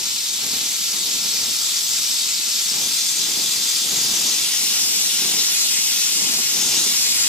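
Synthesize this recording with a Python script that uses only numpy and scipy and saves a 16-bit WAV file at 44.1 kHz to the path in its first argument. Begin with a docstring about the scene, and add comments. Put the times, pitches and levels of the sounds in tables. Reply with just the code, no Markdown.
"""A gas torch's jet hisses, ever louder: shaped noise for the eddies sheared off at the nozzle.
Its flame purrs against a copper pipe and flares into a fluttering roar when it slips past and burns free.
The hand moves the torch along the pipe: delays drift the hiss sideways and slide its reflections.
The hard-walled workshop adds diffuse noise tails and a low rumble; the microphone is close."""
import sys
import numpy as np
from scipy import signal
from scipy.fft import rfft, irfft
from scipy.io import wavfile
from scipy.ndimage import uniform_filter1d, map_coordinates

SR = 44100
rng = np.random.default_rng(int(sys.argv[2]) if len(sys.argv) > 2 else 0)


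def int16_out(signal):
    """Quantize to a 16-bit WAV file."""
    q = np.round(np.clip(np.atleast_2d(signal).T, -1, 1) * 32767)
    wavfile.write(sys.argv[1], SR, q.astype(np.int16))


N = 321048
TIME_S = np.arange(N) / SR
FRAME_S = np.arange(N // 256 + 5) * 256 / SR
BIN_HZ = np.fft.rfftfreq(1024, 1 / SR)

# jet growing louder, before trim: start_s, level_db
JET_LEVEL = [(0, -24), (0.3, -23.5), (0.5, -22.5), (1.15, -22), (2.0, -21), (2.45, -22), (2.9, -20.5),
             (3.28, -21), (4.15, -20), (4.58, -19.5), (5.05, -19.5), (5.9, -19), (6.55, -20), (6.82, -18.7),
             (7.28, -18.5)]
# torch place as lag of left ear behind right: start_s, left_lag_ms
TORCH_PLACE = [(0, 0.03), (1.2, 0.023), (1.6, 0.009), (2.5, 0.024), (3.05, -0.016), (3.3, -0.0061),
               (4.2, -0.00035), (4.5, -0.038), (4.9, -0.079), (5.3, -0.045), (5.6, -0.1), (6, -0.058),
               (6.35, -0.12), (6.65, -0.019), (6.85, -0.039), (7.05, -0.1)]
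# relative jet spectrum, nozzle close to pipe or drawn back: freq_hz, close_db_per_hz, back_db_per_hz
HISS_COLOUR = [(200, -36, -37), (720, -27, -25), (950, -19.5, -22), (1650, -16.2, -17.8),
               (2200, -11.8, -12.2), (3060, -7.8, -6), (3380, -2.2, -5.2), (4300, -.8, -3.1),
               (5200, -.7, -1.4), (6500, -1.1, -1.9), (8050, -2.7, -4.4), (8850, -7.6, -8.2),
               (11000, -8.5, -8.8), (13000, -10.8, -11.9), (15200, -13, -12.9)]
# nozzle withdrawal: start_s, share_0_to_1
DRAWN_BACK = [(0, 0.4), (1.8, 0.3), (3.6, 0.25), (4.2, 0.8), (4.6, 1), (7.28, 0.85)]
# narrow hiss resonances, each strongest at one torch place: freq_hz, gain_db, place_ms
RINGS = [(2070, 2, 0.013), (2480, -2, -0.061), (2880, 5, -0.07), (3220, 6.5, 0.0043), (3470, 7, -0.0071),
         (3740, 5.5, 0.014), (3850, 3, -0.013), (4560, 4.5, 0.016), (4970, 3, 0.014), (5170, 5.5, -0.069),
         (5860, 1, -0.07), (6580, 3.5, 0.0049), (7540, 7.5, -0.0063), (8000, 6, 0.0096)]
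RING_WIDTH_HZ, RING_REACH_MS = 80, 0.039
# hiss surges where the flame swings wholly clear of the pipe: middle_s, length_s, gain_db
SURGES = [(4.24, 0.24, 1.1), (6.76, 0.28, 0.8)]
SURGE_HZ, SURGE_WIDTH_HZ = 5960, 2300
# relative flame spectrum: freq_hz, level_db_per_hz
ROAR_COLOUR = [(25, -32), (50, -33), (90, -27), (120, -3.5), (165, -0.5), (220, 1), (310, 0), (410, -4.5),
               (540, -9), (700, -11), (920, -8.5), (1400, -16), (3000, -14)]
# flame slips past the pipe and burns free; levels before trim: start_s, length_s, level_db
FLARES = [(-0.05, 0.085, -42), (0.37, 0.32, -43), (0.89, 0.49, -45.5), (1.407, 0.12, -40.5),
          (2.72, 0.18, -41), (3.18, 0.17, -42), (3.345, 0.15, -41.5), (3.55, 0.13, -46), (3.838, 0.5, -40),
          (4.35, 0.12, -45), (4.614, 0.48, -46), (5.183, 0.24, -40), (6.154, 0.27, -40), (6.517, 0.4, -39),
          (7.06, 0.25, -50)]
FLARE_ATTACK_TANH_S, FLARE_RELEASE_TANH_S = 0.033, 0.045
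# purr against the pipe, before trim
PURR_START_DB, PURR_RISE_DB_PER_S = -50, 0.47
# low workshop mode
BOOM_HZ, BOOM_WIDTH_HZ, BOOM_DB = 216, 42, 2
# mirror paths off board, bench, floor: extra_delay_ms, delay_slope_ms_per_place_ms, gain_db
MIRRORS = [(.3, -0.9, -26), (.74, -2, -54), (1.58, 3.3, -35), (2.45, -3.5, -15), (4.55, -1.6, -17)]
# diffuse sound against direct: freq_hz, level_db, t60_s
ROOM = [(100, -42, .3), (302, -12, 0.22), (597, 2.5, 0.087), (1240, 3, 0.13), (3450, 2.5, 0.087),
        (6500, 0, 0.15), (11800, 11, 0.041), (15000, 2, 0.076)]
# relative rumble spectrum: freq_hz, level_db_per_hz
RUMBLE_COLOUR = [(15, -36), (26, -17), (42, -3), (60, 0), (90, -5), (130, -5), (300, -6), (1000, -18),
                 (5000, -37)]
# rumble swelling and sinking, before low cut: start_s, level_db
RUMBLE_LEVEL = [(0, -64), (1.2, -62), (2.2, -71), (3.2, -63), (4.2, -60), (5, -62.5), (6, -63), (6.6, -59),
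                (7.28, -57)]
# microphone port resonances: freq_hz, left_minus_right_db, left_lead_rad
PORTS = [(220, 1.4, -0.25), (500, 0.4, -0.45), (2500, 1.3, -0.19), (5100, 0.4, 0.38), (7000, 3.6, -0.58),
         (7630, 9, 0.63), (8650, 1.5, -0.57), (9800, -5, -2.7), (10300, -1, -0.36), (11700, -7.5, .9),
         (12600, 0.5, .4)]
DIP_RATE_HZ, FIRST_DIP_S, DIP_WIDTH_S, DIP_DB = 39.976, .0024, .0058, -1.8
EDGE_HZ = 15560


def jet(level_db=-3.0, patchy_db=1.07, fizz_db=-1.26, rush_db=0.83, unsteady_db=0.17,
        fizz_wander_db=0.02, rush_wander_db=0.5, flare_fizz_db=-1.8, count=4):
    """Gas shears at the nozzle: small eddies fizz, large ones rush, flares dull the fizz; one noise per ray."""
    hiss_db = along(JET_LEVEL, FRAME_S)[0] + unsteady_db * wander(FRAME_S, 5, 25)
    flare = flaring(FRAME_S)
    fizz = fizz_db + fizz_wander_db * wander(FRAME_S, 0.91, 8)
    fizz += flare_fizz_db * (flare - flare.mean()) / flare.max()
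    rush = rush_db + rush_wander_db * wander(FRAME_S, 0.99, 8)

    close_db, back_db = across(HISS_COLOUR, BIN_HZ)
    back = np.clip(along(DRAWN_BACK, FRAME_S)[0], 0, 1)[:, None]
    field_db = (1 - back) * close_db + back * back_db + clutter() + rings()
    field_db += np.outer(fizz, np.interp(BIN_HZ, [7000, 10000], [0, 1]))
    field_db += np.outer(rush, np.interp(BIN_HZ, [1700, 3000], [1, 0]))
    # direct and diffuse sound share the jet's power
    field_db -= 10 * np.log10(1 + gain_of(across(ROOM, BIN_HZ)[0]) ** 2)
    # level each frame's core band: colour alone leaves hiss strength unchanged
    core = (BIN_HZ > 3000) & (BIN_HZ < 8000)
    core_power = np.mean(gain_of(field_db[:, core]) ** 2, axis=1, keepdims=True)
    field_db -= 10 * np.log10(core_power)

    eddies = uniform_filter1d(rng.standard_normal(field_db.shape), size=10, axis=0)
    eddies = uniform_filter1d(eddies, size=24, axis=1)
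    field_db += patchy_db * evened(eddies) + surges()
    hiss = np.array([noise(field_db, (3000, 8000)) for _ in range(count)])
    return hiss * gain_of(level_db + np.interp(TIME_S, FRAME_S, hiss_db))


def clutter(scatter=0.55, count=16, frame_step=8):
    """Short bench reflections comb the hiss; ripples slide with the torch: frames x bins (dB)."""
    place_ms = along(TORCH_PLACE, FRAME_S[::frame_step])[0][:, None]
    # columns: delay_ms, delay_slope_ms_per_place_ms
    paths = rng.uniform([3.5, -2.5], [9, 2.5], (count, 2))
    echoes = 0
    for delay_ms, slope in paths:
        path_s = (delay_ms + slope * place_ms) / 1000
        echoes = echoes + np.exp(2j * np.pi * BIN_HZ * path_s)
    comb_db = 20 * np.log10(abs(1 + scatter * echoes / np.sqrt(count)))
    return np.repeat(comb_db, frame_step, axis=0)[:len(FRAME_S)]


def rings():
    """Resonances come and go as the nozzle passes their places: frames x bins (dB)."""
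    place_ms = along(TORCH_PLACE, FRAME_S)[0]
    return sum(
        gain_db * np.outer(bell(place_ms - at_ms, RING_REACH_MS), bell(BIN_HZ - hz, RING_WIDTH_HZ))
        for hz, gain_db, at_ms in RINGS)


def surges():
    """The free jet strengthens in one broad band: frames x bins (dB)."""
    swell_db = sum(db * bell(FRAME_S - middle_s, length_s) for middle_s, length_s, db in SURGES)
    return np.outer(swell_db, bell(BIN_HZ - SURGE_HZ, SURGE_WIDTH_HZ))


def flame(level_db=-1.4, flutter_db=1.45, count=4):
    """Uneven burning puffs the air: one fluttering low noise, time-shifted per ray, purrs and flares."""
    colour_db = across(ROAR_COLOUR, BIN_HZ)[0] + BOOM_DB * bell(BIN_HZ - BOOM_HZ, BOOM_WIDTH_HZ)
    roar = noise(colour_db, (110, 450))
    rays = np.array([np.roll(roar, k * N // count) for k in range(count)])
    purr = gain_of(PURR_START_DB + PURR_RISE_DB_PER_S * TIME_S)
    burning = np.hypot(purr, flaring(TIME_S))
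    flutter = np.interp(TIME_S, FRAME_S, wander(FRAME_S, 7, 45))
    return rays * burning * gain_of(level_db + flutter_db * flutter)


def flaring(t_s):
    """Flare amplitude: each flare swells as the flame slips free, then dies away."""
    total = 0
    for start_s, length_s, level_db in FLARES:
        attack = eased((t_s - start_s) / FLARE_ATTACK_TANH_S)
        release = eased((start_s + length_s - t_s) / FLARE_RELEASE_TANH_S)
        total = total + gain_of(level_db) * attack * release
    return total


def near_paths(x, place_ms):
    """Direct sound plus mirror images, combing as the torch moves; interaural lag sets the side."""
    images = sum(gain_of(db) * delayed(x, ms + slope * place_ms) for ms, slope, db in MIRRORS)
    x = x + images
    return np.array([delayed(x, place_ms / 2), delayed(x, -place_ms / 2)])


def workshop(rays, place_ms, turns_per_ms=8.82, sway_turns=0.15):
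    """Hard walls diffuse each ray through its own decaying noise tail; torch place shifts the mix."""
    count = len(rays)
    hz, t_s, grains = signal.stft(rng.standard_normal((count, 2, SR // 3)), SR, nperseg=256)
    wet_db, t60_s = across(ROOM, hz)
    decay = gain_of(-60 * t_s / t60_s[:, None])
    # tail energy per band follows wet_db; 128 is the frame hop
    decay *= gain_of(wet_db)[:, None] / np.sqrt((decay ** 2).sum(1, keepdims=True) * 128)
    tails = signal.istft(grains * decay, SR, nperseg=256)[1]

    sway = np.interp(TIME_S, FRAME_S, wander(FRAME_S, 0.304, 3))
    turn = turns_per_ms * place_ms + sway_turns * sway
    ray_turn = np.arange(count)[:, None] / count
    feeds = np.sqrt(2 / count) * np.cos(2 * np.pi * (turn + ray_turn))
    # torch already burning: room full at the start
    full = np.pad(rays * feeds, ((0, 0), (tails.shape[-1] - 1, 0)), "reflect")
    return sum(signal.fftconvolve(ray[None], tail, "valid", axes=1) for ray, tail in zip(full, tails))


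def rumble(apart_db=-8, low_cut_hz=42):
    """Low background noise, nearly alike at both ears, with little deepest bass."""
    colour_db = across(RUMBLE_COLOUR, BIN_HZ)[0]
    shared, apart = (noise(colour_db, (25, 110)) for _ in range(2))
    ears = shared + gain_of(apart_db) * np.array([apart, -apart])
    low_cut = signal.butter(2, low_cut_hz, "highpass", fs=SR, output="sos")
    return gain_of(along(RUMBLE_LEVEL, TIME_S)[0]) * signal.sosfilt(low_cut, ears)


def gain_of(db):
    """Decibels to amplitude."""
    return 10 ** (np.asarray(db) / 20)


def evened(x):
    """Scale to rms 1."""
    return x / np.sqrt(np.mean(x ** 2) + 1e-20)


def along(rows, t_s):
    """Table columns interpolated at times t_s."""
    s, *columns = np.transpose(rows)
    return [np.interp(t_s, s, c) for c in columns]


def across(rows, hz):
    """Table columns interpolated over log frequency."""
    f, *columns = np.transpose(rows)
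    return [np.interp(np.log(hz + 1), np.log(f + 1), c) for c in columns]


def wander(t_s, slow_hz, fast_hz):
    """Random-phase sines between two rates, summed to rms 1."""
    rates_hz = np.geomspace(slow_hz, fast_hz, num=40)
    return evened(sum(np.sin(2 * np.pi * (f * t_s + rng.random())) for f in rates_hz))


def noise(field_db, band_hz):
    """Noise coloured by a spectrum or frames x bins field, scaled to rms 1 within band_hz."""
    real, imag = rng.standard_normal((2, len(FRAME_S), len(BIN_HZ)))
    gain = gain_of(field_db)
    x = signal.istft(((real + 1j * imag) * gain).T, nperseg=1024, noverlap=768)[1][:N]
    inside = (BIN_HZ > band_hz[0]) & (BIN_HZ < band_hz[1])
    return evened(x) * np.linalg.norm(gain) / np.linalg.norm(gain * inside)


def delayed(x, ms):
    """Read x late by a moving delay."""
    return map_coordinates(x, [np.arange(N) - ms * SR / 1000], order=3, mode="mirror")


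def bell(x, width):
    """Smooth bump of height 1, width wide at half height."""
    return .5 ** ((2 * x / width) ** 2)


def eased(x):
    """Smooth step from 0 to 1, halfway at x = 0."""
    return .5 * (1 + np.tanh(x))


def scene():
    """Jet and flame share one moving spot: first ray meets the microphone, the others the walls."""
    rays = jet() + flame()
    place_ms = along(TORCH_PLACE, TIME_S)[0]
    return near_paths(rays[0], place_ms) + workshop(rays[1:], place_ms) + rumble()


def record(dry):
    """Ports colour each side; the level dips briefly about forty times a second; a low-pass ends the band."""
    balance_db, lead_rad = across(PORTS, np.fft.rfftfreq(N, 1 / SR))
    left = gain_of(balance_db / 2) * np.exp(1j * lead_rad / 2)
    x = irfft(rfft(dry) * np.array([left, 1 / left]), N)
    # signed time to the nearest dip
    from_dip_s = (((TIME_S - FIRST_DIP_S) * DIP_RATE_HZ + .5) % 1 - .5) / DIP_RATE_HZ
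    x = x * gain_of(DIP_DB * bell(from_dip_s, DIP_WIDTH_S))
    low_pass = signal.firwin(1023, EDGE_HZ, window=("kaiser", 9), fs=SR)
    return signal.oaconvolve(x, low_pass[None], "same")


dry = scene()
out = record(dry)
int16_out(out)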